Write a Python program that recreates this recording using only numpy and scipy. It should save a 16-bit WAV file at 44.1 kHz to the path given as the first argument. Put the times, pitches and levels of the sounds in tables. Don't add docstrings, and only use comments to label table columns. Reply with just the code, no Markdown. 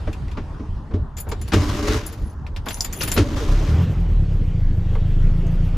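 import sys
import numpy as np
from scipy import signal
from scipy.fft import rfft, irfft, next_fast_len
from scipy.io import wavfile
from scipy.ndimage import uniform_filter1d, map_coordinates

SR = 44100
rng = np.random.default_rng(int(sys.argv[2]) if len(sys.argv) > 2 else 0)


def dump(signal):
    limited = np.clip(np.atleast_2d(signal).T, -1, 1)
    pcm = np.round(limited * 32767).astype(np.int16)
    wavfile.write(sys.argv[1], SR, pcm)


N = 254456


def amp(db):
    return 10 ** (np.asarray(db) / 20)


def unit(x):
    return x / np.sqrt(np.mean(x ** 2) + 1e-20)


def along(points, hz):
    f, v = np.transpose(points)
    return np.interp(np.log(hz + 1), np.log(f + 1), v)


def curves(rows):
    s, *cols = np.transpose(rows)
    return [np.interp(np.arange(N) / SR, s, c) for c in cols]


def during(t0, t1, fade=0.016):
    t = np.arange(N) / SR
    return np.clip(np.minimum(t - t0, t1 - t) / fade, 0, 1)


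def wobble(rate):
    return map_coordinates(rng.standard_normal(int(N * rate / SR) + 4), [np.arange(N) * rate / SR])


def filtered(x, response):
    m = next_fast_len(x.shape[-1] + SR // 4)
    return irfft(rfft(x, m) * response(np.fft.rfftfreq(m, 1 / SR)), m)[..., :x.shape[-1]]


def resonant(modes, passes=1):
    return lambda f: sum((-1) ** k * amp(db) * 1j * f * width / (hz * hz - f * f + 1j * f * width)
                         for k, (hz, width, db) in enumerate(modes)) ** passes


def grit(t):
    return rng.standard_normal(len(t)) + .5 * rng.standard_normal((2, len(t)))


# (frequency [Hz], correlation [ratio])
COHERENCE = [(40, 0.97), (100, .998), (500, 0.89), (1500, 0.6), (8000, 0.62), (15000, 0.32)]
def rush(spectrum, patchy_db, coherence=COHERENCE):
    bins = signal.stft(rng.standard_normal((2, N)), nperseg=512)[2]
    patches = uniform_filter1d(uniform_filter1d(rng.standard_normal(bins.shape[1:]), 6, 0), 10, 1)
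    pair = signal.istft(bins * amp(patchy_db * unit(patches)), nperseg=512)[1][:, :N]
    turn = lambda hz: np.arccos(np.clip(along(coherence, hz), -1, 1)) / 2
    mid, side = filtered(pair, lambda hz: amp(along(spectrum, hz)) * [np.cos(turn(hz)), np.sin(turn(hz))])
    return unit(np.array([mid + side, mid - side]))


# (time [s], rumble level [dB], hiss level [dB])
STREET_LEVELS = [(0, -25, -46), (.8, -28, -54), (1.15, -29, -60), (1.5, -28, -43.5), (2.3, -29.5, -69),
                 (3.1, -25.5, -32.5)]
# (frequency [Hz], relative density [dB])
RUMBLE_SPECTRUM = [(12, -53.5), (20, -5), (76, -5), (136, -15.5), (498, -35), (990, -33), (1900, -47),
                   (3300, -120)]
HISS_SPECTRUM = [(410, -0.5), (700, -15.5), (2590, -13.5), (4520, -17.5), (12000, -34.5), (15500, -59)]
def street():
    rumble_db, hiss_db = curves(STREET_LEVELS)
    rumble = amp(rumble_db) * rush(RUMBLE_SPECTRUM, patchy_db=2.5) * during(-1, 3.57, fade=0.13)
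    hiss = amp(hiss_db) * rush(HISS_SPECTRUM, patchy_db=2.5) * during(-1, 3.25, fade=0.023)
    return rumble + hiss


def cabin(x):
    t = np.arange(SR // 6) / SR
    tail = rng.standard_normal((2, len(t))) * amp(-60 * t / .09)
    return signal.fftconvolve(x, tail / np.linalg.norm(tail[0]), axes=1)[:, :N]


# (time [s], peak level [dB], pitch [Hz])
TRIM_TAPS = [(.074, -24.5, 585), (0.13, -32, 2600), (0.281, -37, 1990), (1.32, -25.5, 401),
             (4.952, -23.5, 438), (5.466, -44, 6200)]
def taps():
    out, t = np.zeros(N + SR), np.arange(SR // 8) / SR
    for s, db, hz in TRIM_TAPS:
        contact = amp(-60 * t / 0.073) * rng.standard_normal(len(t))
        note = filtered(contact, resonant([(hz, .16 * hz, 0), (2.3 * hz, 2.6 * hz, -9.5)], passes=2))
        out[round(s * SR):][:len(t)] += amp(db) * note / np.abs(note).max()
    return out[:N]


# (time [s], gain [dB], thud gain [dB], rasp gain [dB])
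DRIVER_BLOWS = [(0.071, -23.5, 8.5, -14.5), (0.37, -22, -4, -13.5), (0.593, -24, 3.5, -22.5),
                (0.909, -30, -14, -11.5), (0.936, -17.5, 11.5, -26), (1.267, -33.5, -13, -5),
                (1.316, -34, -16, -0.5), (2.664, -26.5, -10, -2)]
# (frequency [Hz], bandwidth [Hz], gain [dB])
PAN_MODES = [(91, 6.9, 0), (211, 70, 1), (307.7, 38.5, 4.5), (426, 36, -1), (614, 20, -6.5)]
# (frequency [Hz], relative density [dB])
GRIND_SPECTRUM = [(100, -46.5), (330, -7.5), (580, -18.5), (1150, -14.5), (2400, -20.5), (6500, -25.5),
                  (8200, -35), (15600, -41.5)]
def thumps(blows):
    out, t = np.zeros((2, N + SR)), np.arange(SR // 4) / SR
    envelope = amp(-60 * t / 0.15) * (1 - np.exp(-t / 0.0022))
    upper_modes = lambda hz: resonant(PAN_MODES[1:])(hz) / (1 + 1j * hz / 900) ** 2
    for s, db, thud_db, rasp_db in blows:
        push = envelope * rng.standard_normal(len(t))
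        knock = amp(-16) * unit(filtered(push, upper_modes))
        thud = amp(thud_db - 19.5) * unit(filtered(envelope ** 3, resonant(PAN_MODES[:1])))
        cutoff_hz = 3500 * amp(db + 20.5)
        dull = lambda hz: amp(along(GRIND_SPECTRUM, hz)) * (hz > 400) / (1 + (hz / cutoff_hz) ** 2)
        rasp = amp(rasp_db + 4.5 + np.array([[1], [-1]])) * envelope * unit(filtered(grit(t), dull))
        out[:, round(s * SR):][:, :len(t)] += amp(db) * (knock + thud + rasp)
    return out[:, :N]


# (frequency [Hz], relative level [dB], nominal 60 dB decay time [s])
LOW_KEY_MODES = [(4870, -9, .05), (6150, -5, .04), (7110, 0, .07)]
HIGH_KEY_MODES = [(10450, 0, .08), (10800, -1, .07), (11900, -4, .04), (13650, -8, .05), (14880, -5, .06)]
def chime(modes, t):
    decay_scale = amp(rng.normal(-2, 2))
    strike_db = rng.normal(0, 5, len(modes))
    ring = 0
    for (hz, db, t60), extra_db in zip(modes, strike_db):
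        cycles = hz * rng.normal(1, 0.0164) * t + rng.random((2, 1)) * hz / 40000
        ring += amp(db + extra_db - 60 * t / (t60 * decay_scale)) * np.sin(2 * np.pi * cycles)
    tremble = .7 + np.interp(t, t[::80], rng.standard_normal(len(t[::80])))
    clatter = unit(filtered(grit(t), resonant([(hz, 1100, db / 2) for hz, db, _ in modes], passes=2)))
    return ring * tremble / np.abs(ring).max() + amp(-6 - 60 * t / 0.061) * clatter


# (start [s], end [s], gain [dB])
KEY_SWINGS = [(2.025, 2.35, -70), (2.662, 2.875, -49.5), (2.93, 3.205, -47.5)]
def jingle(touches_per_s=300, bandwidth_hz=340):
    level = sum(amp(db) * during(t0, t1, 0.013) for t0, t1, db in KEY_SWINGS)
    out = 0
    for hz, db, _ in LOW_KEY_MODES + HIGH_KEY_MODES:
        touches = (rng.random(N) < touches_per_s / SR) * rng.standard_normal(N)
        clumped = touches * amp(6 * wobble(60))
        out += amp(db) * unit(filtered(clumped, resonant([(hz, bandwidth_hz, 0)], passes=2)))
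    return level * out * amp([[2], [-2]])


# (time [s], rattle gain [dB], low chime gain [dB], high chime gain [dB])
KEY_CONTACTS = [(0.126, -21.5, -36, -47), (0.3107, -22.5, -47, -66), (1.1666, -21, -18.5, -37),
                (1.18, -17.5, -21, -29), (1.199, -26, -25, -20.5), (1.286, -24.5, -29, -31.5),
                (1.3138, -12.5, -23, -46), (1.412, -22, -26.5, -37), (1.4763, -17.5, -32, -35),
                (2.061, -24, -19, -23.5), (2.1236, -23.5, -31, -34.5), (2.4636, -25, -61, -70),
                (2.5602, -15, -42, -51), (2.657, -16.5, -39, -37), (2.6825, -14.5, -13.5, -28),
                (2.7036, -9, -33, -35), (2.7385, -21.5, -34, -38), (2.767, -20.5, -40, -36),
                (2.805, -17, -7, -27), (2.843, -11.5, -12.5, -22.5), (2.9272, -16, -14, -22),
                (3.0079, -2, -15, -22), (3.029, -7, -15, -16), (3.074, -9, -19, -18.5),
                (3.114, -6.5, -13.5, -20), (3.138, -40, -33, -15)]
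# (frequency [Hz], relative density [dB])
RATTLE_SPECTRUM = [(700, -5.5), (1300, -5), (2700, -5.5), (4800, -10.5), (6500, -17.5), (13000, -31.5)]
# (time [s], peak level [dB], pitch [Hz])
KEY_KNOCKS = [(2.466, -29, 2700), (2.563, -26.5, 2650), (2.6866, -17, 3500), (2.7075, -23, 2740),
              (2.7435, -18, 6500), (2.8073, -5, 5370), (2.9272, -21, 6560), (3.008, -17, 2900),
              (3.022, -12, 5130), (3.1172, -11, 6800)]
def keys():
    out, t = np.zeros((2, N + SR)), np.arange(SR // 6) / SR
    rise = (1 - np.exp(-t / 0.0026)) ** 2
    for s, rattle_db, low_db, high_db in KEY_CONTACTS:
        noise = unit(filtered(grit(t), lambda hz: amp(along(RATTLE_SPECTRUM, hz))))
        rattle = amp(rattle_db - 14.5 - 60 * t / 0.075) * noise
        low = amp(low_db - 7.5) * chime(LOW_KEY_MODES, t)
        high = amp(high_db + np.array([[2.5], [-1]])) * chime(HIGH_KEY_MODES, t)
        out[:, round(s * SR):][:, :len(t)] += rise * (rattle + low + high) * amp([[.8], [-.8]])
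    for s, db, hz in KEY_KNOCKS:
        snap = amp(-60 * t / .005) * rng.standard_normal(len(t))
        tick = filtered(snap, resonant([(hz, .33 * hz, 0)], passes=2))
        out[:, round(s * SR):][:, :len(t)] += amp(db) * tick / np.abs(tick).max()
    return out[:, :N]


# (pinion touch [s], slam [s], slam gain [dB], motor surge [s], key release [s], grind gain [dB])
START_TRIES = [(1.519, 1.533, -9, 1.865, 1.968, -35), (3.163, 3.173, -9, 3.355, 3.716, -42)]
def pinion_blows():
    blows = []
    for touch, slam, db, *_ in START_TRIES:
        blows += [(touch, db - 6.5, -1, -10), (slam, db, 0.57, -12), (slam + .02, db - 10, 11, -26.5)]
    return blows


def cranking(surge_db=9, settle_s=0.1, drop_out_db=-6, coast_db_per_s=-57, jolt_t60_s=1):
    t = np.arange(N) / SR
    grind, jolt = np.zeros(N), np.zeros(N)
    for touch, slam, slam_db, surge, release, db in START_TRIES:
        free_db = surge_db * during(surge, 9, 0.017) * np.exp(-np.clip(t - surge, 0, None) / settle_s)
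        coast_db = drop_out_db * during(release, 9, .04) + coast_db_per_s * np.clip(t - release, 0, None)
        grind += during(touch, 9) * amp(db + free_db + coast_db)
        jolt += during(slam, 9, 0.018) * amp(slam_db - 6 - 60 * np.abs(t - slam) / jolt_t60_s)
    return grind, np.hypot(jolt, amp(9.5) * grind)


# (time [s], frequency [Hz])
MOTOR_PITCH = [(1.68, 303.3), (1.8, 400), (1.95, 433.3), (3.3, 577), (3.38, 542), (3.45, 400.4)]
# (frequency [Hz], relative density [dB])
SHUDDER_SPECTRUM = [(12, -18.5), (20, -5), (103, 4.5), (166, -14), (320, -20), (550, -120)]
# (frequency [Hz], gain per pass [dB])
HOUSING_MODES = [(583, 0.5), (786, -6.5), (1004, -1), (1175, -3)]
def starter():
    level, shake = cranking()
    teeth = amp(1.8 * wobble(250))
    grind = amp(3.5 + np.array([[.8], [-.8]])) * unit(teeth * rush(GRIND_SPECTRUM, patchy_db=1))
    shudder = rush(SHUDDER_SPECTRUM, patchy_db=2.5)
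    swell = amp(2.5 * wobble(16))
    hum = amp(-8) * swell * unit(filtered(rng.standard_normal(N), resonant(PAN_MODES[1:], passes=2)))
    phase = 2 * np.pi * np.cumsum(curves(MOTOR_PITCH)[0]) / SR
    whine = amp(-1.5) * unit(wobble(30) * np.sin(phase))
    housing = resonant([(hz, 34, db) for hz, db in HOUSING_MODES], passes=2)
    ring = amp(-5) * unit(swell * filtered(teeth * rng.standard_normal(N), housing))
    return level * (grind + whine + ring) + shake * (hum + shudder)


BRANCH_LEVELS = [12, 2.5, 11.3, 11.2]
# (frequency [Hz], bandwidth [Hz], gain [dB])
PIPE_MODES = [(85.2, 22.8, 5), (168.9, 16, 0), (280, 14, -25)]
def exhaust(firings, jitter_s=.0008, echo_s=.029):
    onsets = np.flatnonzero(np.diff(np.floor(firings)))
    size_scatter, time_scatter, echo_scatter = rng.standard_normal((len(onsets), 3)).T
    cylinder = np.floor(firings[onsets + 1]).astype(int) % 4
    size = amp(np.take(BRANCH_LEVELS, cylinder) + 1.5 * size_scatter)
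    pulses = np.zeros(N + SR)
    pulses[onsets + np.round(time_scatter * jitter_s * SR).astype(int)] = size
    pulses[onsets + round(echo_s * SR)] += 0.42 * size * amp(2 * echo_scatter)
    return unit(filtered(pulses[:N], lambda hz: resonant(PIPE_MODES)(hz) / (1 + 1j * hz / 260) ** 2))


# (time [s], firing rate [Hz], boom level [dB])
ENGINE_RUN = [(3.471, 32, -13), (3.738, 39, -21), (3.831, 45.2, -23.5), (3.948, 44.3, -19),
              (4.079, 39.5, -18), (4.27, 33.1, -19.5), (4.669, 25.2, -18.5), (4.794, 24.9, -21.5),
              (5.198, 26.8, -16.5), (5.77, 30, -19)]
# (frequency [Hz], relative density [dB])
VALVE_SPECTRUM = [(110, -52), (200, -4.5), (440, -13.5), (900, -24.5), (2050, -29.5), (2500, -32),
                  (3180, -32), (3800, -37.5), (8000, -49), (10000, -71.5)]
LEAK_SPECTRUM = [(5500, -6), (11500, -9), (12200, 0), (13000, -9), (14500, -7)]
def engine(idle_hz=30, strong_firing_s=5.092):
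    catch_s = ENGINE_RUN[0][0]
    rate, boom_db = curves(ENGINE_RUN)
    effort = uniform_filter1d(np.gradient(rate) * SR, round(.08 * SR))
    bark_db = -19.5 + 0.075 * (rate - idle_hz) + 0.078 * effort
    bark_db -= 8 * during(-1, catch_s + 0.22, 0.047)
    valve_db = -37 + 0.28 * (rate - idle_hz) + 0.093 * effort
    firings = np.cumsum(rate) / SR
    firings -= firings[round(strong_firing_s * SR)]
    bark = amp(bark_db) * exhaust(firings)
    sway = amp(2.8 * wobble(15))
    boom = amp(boom_db) * sway * np.sqrt(2) * np.sin(2 * np.pi * (firings - .12))
    valves = amp(valve_db) * rush(VALVE_SPECTRUM, patchy_db=2, coherence=[(100, 1.0)])
    puffs = amp(4.5 * np.cos(np.pi * firings / 2) + wobble(6))
    leak = amp(valve_db - 26) * unit(puffs * rush(LEAK_SPECTRUM, patchy_db=2.5))
    return during(catch_s, 9) * (bark + boom + valves + leak)


def scene():
    bunch = keys() + jingle()
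    blows = thumps(DRIVER_BLOWS + pinion_blows())
    return bunch + amp(-4.5) * cabin(bunch) + blows + taps() + street() + starter() + engine()


def record(dry, top_hz=15750):
    return filtered(dry, lambda hz: np.clip((top_hz - hz) / 1400, 0, 1) ** 2)


dry = scene()
out = record(dry)
dump(out)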